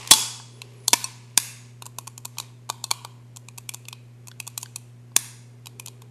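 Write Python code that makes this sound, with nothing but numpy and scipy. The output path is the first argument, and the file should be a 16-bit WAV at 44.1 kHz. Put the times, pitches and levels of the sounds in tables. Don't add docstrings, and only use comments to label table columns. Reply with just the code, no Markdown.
import sys
import numpy as np
from scipy import signal
from scipy.fft import rfft, irfft
from scipy.io import wavfile
from scipy.ndimage import uniform_filter1d

SR = 44100
rng = np.random.default_rng(int(sys.argv[2]) if len(sys.argv) > 2 else 0)


def dump_mix(stems):
    frames = np.atleast_2d(stems).T
    limited = np.clip(frames, -1, 1)
    pcm = np.round(limited * 32767).astype(np.int16)
    wavfile.write(sys.argv[1], SR, pcm)


N = 269230
TIME = np.arange(N) / SR
SHORT = TIME[:SR // 8]
CUTOFF_HZ = 12900


def from_db(db):
    return 10 ** (np.asarray(db) / 20)

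def unit_energy(x):
    return x / np.sqrt(np.sum(x ** 2) + 1e-20)

def at_hz(points, hz):
    f, value = np.transpose(points)
    return np.interp(np.log(np.maximum(hz, 1)), np.log(f), value)

def add(out, s, sound):
    i = max(round(s * SR), 0)
    out[i:i + len(sound)] += sound[:N - i]

def noise(spectrum, size):
    gain = from_db(at_hz(spectrum, np.fft.rfftfreq(size, 1 / SR)))
    x = irfft(rfft(rng.standard_normal(size)) * gain, size)
    return x / np.std(x)

def roughness(size, grain_samples):
    x = uniform_filter1d(rng.standard_normal(size), size=grain_samples)
    return x / np.std(x)

def decay(t60, t=SHORT):
    return np.exp(-np.log(1000) * t / max(t60, 1e-3))

def onset(rise_s):
    return 1 - np.exp(-(SHORT / rise_s) ** 2)

def ring(modes, spread_db, detune):
    out = np.zeros(len(SHORT))
    for hz, db, t60 in modes:
        strength, shift, phase = rng.uniform(-1, 1, 3)
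        mode = np.sin(2 * np.pi * hz * (1 + detune * shift) * SHORT + np.pi * phase)
        out += from_db(db + spread_db * strength) * decay(t60) * mode
    return unit_energy(out)

def crack(spectrum, t60):
    return unit_energy(noise(spectrum, len(SHORT)) * decay(t60))


# f/Hz, rms level/dB
MAINS_LINES = [(119.9, -46.5), (239.8, -61.5), (359.7, -71)]

def hum():
    return sum(np.sqrt(2) * from_db(db) * np.sin(2 * np.pi * (hz * TIME + rng.random()))
               for hz, db in MAINS_LINES)

# f/Hz, relative density level/dB
AIR_SPECTRUM = [(20, -15), (42, -2.5), (65, -6), (100, -5.5), (180, 0), (260, -4), (400, -9), (600, -10.5),
                (1000, -17), (2200, -20.5), (4000, -30.5), (8000, -29), (12500, -30)]

def room_rush(rms_db=-59.5):
    return from_db(rms_db) * noise(AIR_SPECTRUM, N)

# f/Hz, t60/s
ROOM_T60 = [(200, 0.32), (900, 0.74), (2000, 0.71), (4500, 0.64), (8000, 0.61), (13000, 0.31)]
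# f/Hz, relative level/dB
ROOM_SPECTRUM = [(100, 2.5), (400, 1), (1000, -1), (2200, 1.5), (4500, -2), (8000, -3), (13000, 2.5)]

def room_tail(build_s=0.0059):
    t = TIME[:SR]
    hz = np.fft.rfftfreq(SR, 1 / SR)
    spectrum = rfft(rng.standard_normal(SR)) * from_db(at_hz(ROOM_SPECTRUM, hz))
    edges = np.linspace(np.sqrt(60), np.sqrt(CUTOFF_HZ), num=17) ** 2
    response = np.zeros(SR)
    for low, high in zip(edges, edges[1:]):
        band = irfft(spectrum * ((hz >= low) & (hz < high)), SR)
        response += band * decay(at_hz(ROOM_T60, np.sqrt(low * high)), t)
    return unit_energy(response * (1 - np.exp(-t / build_s)))

# delay/s, level/dB re the direct sound
REFLECTIONS = [(0.0103, -24), (.0245, -28), (0.0274, -33.5)]

def room(direct, directions=3, tail_db=-21.5):
    out = direct.copy()
    for delay, db in REFLECTIONS:
        add(out, delay, from_db(db) * direct)
    radiated = [(blows() + clicks()) / np.sqrt(directions) for _ in range(directions)]
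    tail = sum(signal.fftconvolve(x, room_tail())[:N] for x in radiated)
    return out + from_db(tail_db) * tail

# start t/s, end t/s, finger level/dB, sleeve level/dB
GRIP_SHIFTS = [(0, .2, -42.5, -57), (0.582, 0.86, -60.5, -55), (1.004, 1.704, -62, -70.5),
               (2.41, 2.437, -53.5, -62), (4.5, 4.672, -63.5, -72), (5.745, 6.105, -74.5, -59)]

def movement(part, rest_db, fade_db_per_s):
    level_db = np.full(N, rest_db)
    for start, end, finger_db, sleeve_db in GRIP_SHIFTS:
        held_db = {"fingers": finger_db, "sleeves": sleeve_db}[part]
        away_s = np.abs(TIME - np.clip(TIME, start, end))
        level_db = np.maximum(level_db, held_db - fade_db_per_s * away_s)
    return from_db(level_db)

# f/Hz, relative density level/dB
SLEEVE_SPECTRUM = [(100, -32), (300, -10.5), (400, 4), (550, -12.5), (1500, -25), (6000, -44)]

def sleeves():
    return movement("sleeves", rest_db=-66.5, fade_db_per_s=66) * noise(SLEEVE_SPECTRUM, N)

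# t/s, f/Hz, level/dB
SQUEAK_PATH = [(0.50, 8800, -94), (0.54, 9600, -60.5), (0.61, 11300, -66.5), (0.68, 10900, -75),
               (0.75, 11450, -68), (0.80, 10300, -62), (0.86, 10750, -58.5), (0.89, 10750, -100)]

def squeak(grain, waver=0.00824):
    s, hz, db = np.transpose(SQUEAK_PATH)
    pitch = np.interp(TIME, s, hz) * (1 + waver * grain)
    envelope = np.interp(TIME, s, from_db(db), left=0, right=0)
    return envelope * np.sin(2 * np.pi * np.cumsum(pitch) / SR)

# f/Hz, relative density level/dB
RUB_SPECTRUM = [(200, -11.5), (700, -7.5), (1050, 4), (1400, -12), (2300, 0.5), (3500, -5), (7000, -6.5),
                (10000, -13), (13000, -26.5)]

def fingers(grain_db=2):
    grain = roughness(N, grain_samples=130)
    rub = movement("fingers", rest_db=-69.5, fade_db_per_s=158) * noise(RUB_SPECTRUM, N)
    return from_db(grain_db * grain) * (rub + squeak(grain))

# f/Hz, relative density level/dB
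CONTACT_SPECTRUM = [(150, -25.5), (400, -12.5), (1800, -20.5), (3500, -11.5), (5500, -1.5), (6800, 7),
                    (9000, 1.5), (12000, -0.5), (15000, -13.5)]
# start t/s, end t/s, level/dB before the grit
SCRAPES = [(2.385, 2.437, -53.5), (4.607, 4.64, -51)]

def scrapes(grit_db=9.0):
    out = np.zeros(N)
    for start, end, db in SCRAPES:
        size = max(round((end - start) * SR), 200)
        gain = from_db(db + grit_db * roughness(size, grain_samples=40))
        add(out, start, gain * noise(CONTACT_SPECTRUM, size) * signal.windows.tukey(size))
    return out

def lead_in_hiss(lead_s=0.0026, click_hiss_db=-23.0, blow_hiss_db=-30):
    out = np.zeros(N)
    for events, hiss_db in ((CLICKS, click_hiss_db), (BLOWS, blow_hiss_db)):
        for s, db, *_ in events:
            swell = crack(CONTACT_SPECTRUM, t60=5 * lead_s)[:round(s * SR)][::-1]
            add(out, s - len(swell) / SR, from_db(db + hiss_db) * swell)
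    return out

# f/Hz, relative level/dB, t60/s
SPRING_MODES = [(1050, -8.5, 0.11), (2600, -7.5, 0.088), (4400, 6.5, 0.026), (5850, 6.5, 0.033),
                (6700, -22, 0.048), (8200, 3, 0.037), (9500, -9, 0.087)]
# t/s, energy level/dB, ring level/dB re the tick
TWANGS = [(1.0421, 3, 4), (2.8414, -8, 9)]

def twangs():
    out = np.zeros(N)
    for s, db, ring_db in TWANGS:
        tick = crack(CONTACT_SPECTRUM, t60=0.01)
        spring = from_db(ring_db) * ring(SPRING_MODES, spread_db=0.5, detune=.002)
        add(out, s, from_db(db) * unit_energy((tick + spring) * onset(rise_s=0.00034)))
    return out

# f/Hz, relative level/dB, t60/s
FRAME_MODES = [(404, -15, 0.022), (685, -14.5, 0.022), (949, 2, 0.019), (1094, -4.5, 0.0297),
               (1460, -11.5, 0.019)]
SLIDE_MODES = [(3060, -1, 0.013), (3430, -2, 0.021), (3830, -3.5, 0.011), (3900, -4, 0.015),
               (4258, 0, 0.015), (4520, 0, 0.014), (5130, -2, 0.0083), (5675, -4, 0.008)]
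# multiple of its pitch, relative level/dB, t60/s
LEVER_MODES = [(.9, -7, .007), (1, 0, 0.018), (1.12, -1.5, 0.0081)]
CONTACTS = {"catch": (-10, 2430, -1.1), "latch": (-6.5, 4330, -4.5), "ping": (-4.5, 2490, -9.5),
            "press": (-11, 2490, -9.5), "release": (-16, 2600, -10), "clink": (2.7, 2600, 5.6),
            "tap": (9.72, 1545, 12)}

def contact(kind, knock_db):
    lever_db, lever_hz, slide_db = CONTACTS[kind]
    lever_modes = [(multiple * lever_hz, db, t60) for multiple, db, t60 in LEVER_MODES]
    knock = from_db(knock_db) * ring(FRAME_MODES, spread_db=0.0, detune=0.05)
    lever = from_db(lever_db) * ring(lever_modes, spread_db=5.5, detune=0.041)
    slide = from_db(slide_db) * ring(SLIDE_MODES, spread_db=5.0, detune=0.086)
    snap = crack(CONTACT_SPECTRUM, t60=.014)
    return unit_energy((knock + lever + slide + snap) * onset(rise_s=0.00088))

CLICKS = [(0.074, -7, -18, "catch", None), (0.398, -18, 17, "tap", None), (0.6174, -8, -8.5, "clink", None),
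          (0.8801, 12, -17, "latch", None), (1.8216, -9, 0, "catch", None),
          (1.8635, -9.5, -7.5, "release", .008), (1.985, -2.5, -8.5, "press", None),
          (2.0749, -7, -4.5, "press", .004), (2.178, -10, -13.5, "release", None),
          (2.253, -3.5, -9.5, "release", 0.0036), (2.3705, -20, 17, "tap", None),
          (2.3836, -1.5, -10, "catch", None), (2.3996, -2, -6, "catch", None),
          (2.699, 4, -1, "catch", 0.0079), (2.8403, 0, -10, "latch", None),
          (2.912, 10, -3, "catch", 0.0051), (3.0479, -6.5, 5, "catch", None),
          (3.3692, -12, -13.5, "release", 0.0081), (3.485, -13, -8.5, "ping", None),
          (3.582, -8.5, -13.5, "press", 0.0052), (3.691, -1.5, -16.5, "ping", None),
          (3.7441, -6, -12.5, "release", 0.0066), (3.8525, -22, -4, "clink", None),
          (3.8838, -8, -16.5, "ping", None), (3.9277, -8.5, -1, "clink", None),
          (4.2826, -13, -12.5, "press", .011), (4.3143, -19, -7, "tap", None),
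          (4.4004, -2.5, -12.5, "ping", None), (4.4756, -5.5, -12.5, "release", 0.0082),
          (4.5767, 1, -18, "press", None), (4.6291, -5, -15, "release", None),
          (4.6586, -19, -8, "tap", None), (4.7593, -2.5, -19, "release", None),
          (5.1173, -31.5, 19, "tap", None), (5.6687, -10.5, -11, "catch", 0.011),
          (5.7968, -7, -12.5, "ping", None), (5.86, -8.5, -24, "release", None),
          (5.8817, -11, -10.5, "catch", 0.0093), (6.019, -20.5, -4, "catch", None)]

def clicks(first_touch_db=-11, first_touch_slope=0.44):
    out = np.zeros(N)
    for s, db, knock_db, kind, play_s in CLICKS:
        add(out, s, from_db(db) * contact(kind, knock_db))
        if play_s:
            add(out, s - play_s, from_db(first_touch_db + first_touch_slope * db) * contact(kind, knock_db))
    return out

# f/Hz, relative level/dB, t60/s
HAMMER_MODES = [(1660, -0.5, 0.015), (1880, -8.5, .008), (2170, -1, 0.013), (2383, -4, 0.031),
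                (2650, 5, 0.012), (3490, -0.5, 0.015)]
STEEL_MODES = [(875, -20, .14), (3330, -8, .04), (3392, -1, .07), (3460, -9, .04), (3920, -13, .06),
               (4135, -11, .06), (4298, -12, .06), (4629, -11, .06), (4860, -12, .06), (5110, -13, .06),
               (5340, -13, .06), (6130, -13, .06), (6371, -12, .06), (7330, -13, .06), (8130, -14, .06),
               (9440, -12, .06), (10038, -13, .07), (11670, -16, .06)]
THUD_MODES = [(60, -15, 0.0093), (242, 0.5, 0.027), (350, -8.5, 0.004), (500, -2, 0.011)]
# f/Hz, relative density level/dB
BLOW_SPECTRUM = [(30, -27.5), (150, -17), (400, -17.5), (1400, -15), (2300, -12.5), (3500, 2), (6000, 4.5),
                 (9500, 3), (12500, -2), (15000, -21)]
# t/s, energy level/dB of the first contact, number of contacts,
# knock, hammer and steel level/dB re the first crack, crack t60/s, crack tilt/(dB per octave)
BLOWS = [(0.1108, 35.1, 3, -21.5, -26.5, -13, .010, -0.89), (0.1359, 15.5, 1, -16, -19.5, -11, .02, -0.2),
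         (0.932, 21.4, 3, -14, -12.5, -33.5, 0.0081, -0.33),
         (1.3757, 23.5, 1, -21.5, -11, -31.5, 0.012, 2.8),
         (5.1639, 20.4, 1, -19.5, -14.5, -39.5, 0.014, 2.6)]

def blows(bounce_s=.0039, bounce_loss_db=6, crack_loss_db=3.5, thud_db=-27):
    out = np.zeros(N)
    for s, first_db, contacts, knock_db, hammer_db, steel_db, t60, tilt_db in BLOWS:
        spectrum = [(hz, db + tilt_db * np.log2(hz)) for hz, db in BLOW_SPECTRUM]
        for k in range(contacts):
            snap = from_db(-k * crack_loss_db) * crack(spectrum, t60)
            knock = from_db(knock_db) * ring(FRAME_MODES, spread_db=3.5, detune=0.0055)
            hammer = from_db(hammer_db) * ring(HAMMER_MODES, spread_db=4.0, detune=0.033)
            steel = from_db(steel_db) * ring(STEEL_MODES, spread_db=3.0, detune=0.004)
            thud = from_db(thud_db) * ring(THUD_MODES, spread_db=1.5, detune=0.05)
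            impact = unit_energy((snap + knock + hammer + steel + thud) * onset(rise_s=0.00016))
            add(out, s + k * bounce_s, from_db(first_db - k * bounce_loss_db) * impact)
    return out


def scene():
    gun = blows() + clicks() + twangs() + lead_in_hiss() + scrapes()
    return (room(gun) + fingers() + sleeves() + room_rush())[None]

def gain_control(x, threshold_db=-6.0, max_cut_db=4.0, release_db_per_s=47.5, attack_s=0.0043):
    power = uniform_filter1d(x ** 2, size=44)
    level_db = 10 * np.log10(np.maximum(power, 1e-12))
    over_db = np.clip(level_db - threshold_db, 0, max_cut_db)
    release_db = release_db_per_s * TIME
    cut_db = np.maximum.accumulate(over_db + release_db, axis=-1) - release_db
    pole = np.exp(-1 / (attack_s * SR))
    return x * from_db(-signal.lfilter([1 - pole], [1, -pole], cut_db))

def record(dry):
    clipped = np.clip(gain_control(dry) + hum(), -.8, .8)
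    return signal.sosfilt(signal.ellip(10, .2, 70, CUTOFF_HZ, fs=SR, output="sos"), clipped)


dry = scene()
out = record(dry)
dump_mix(out)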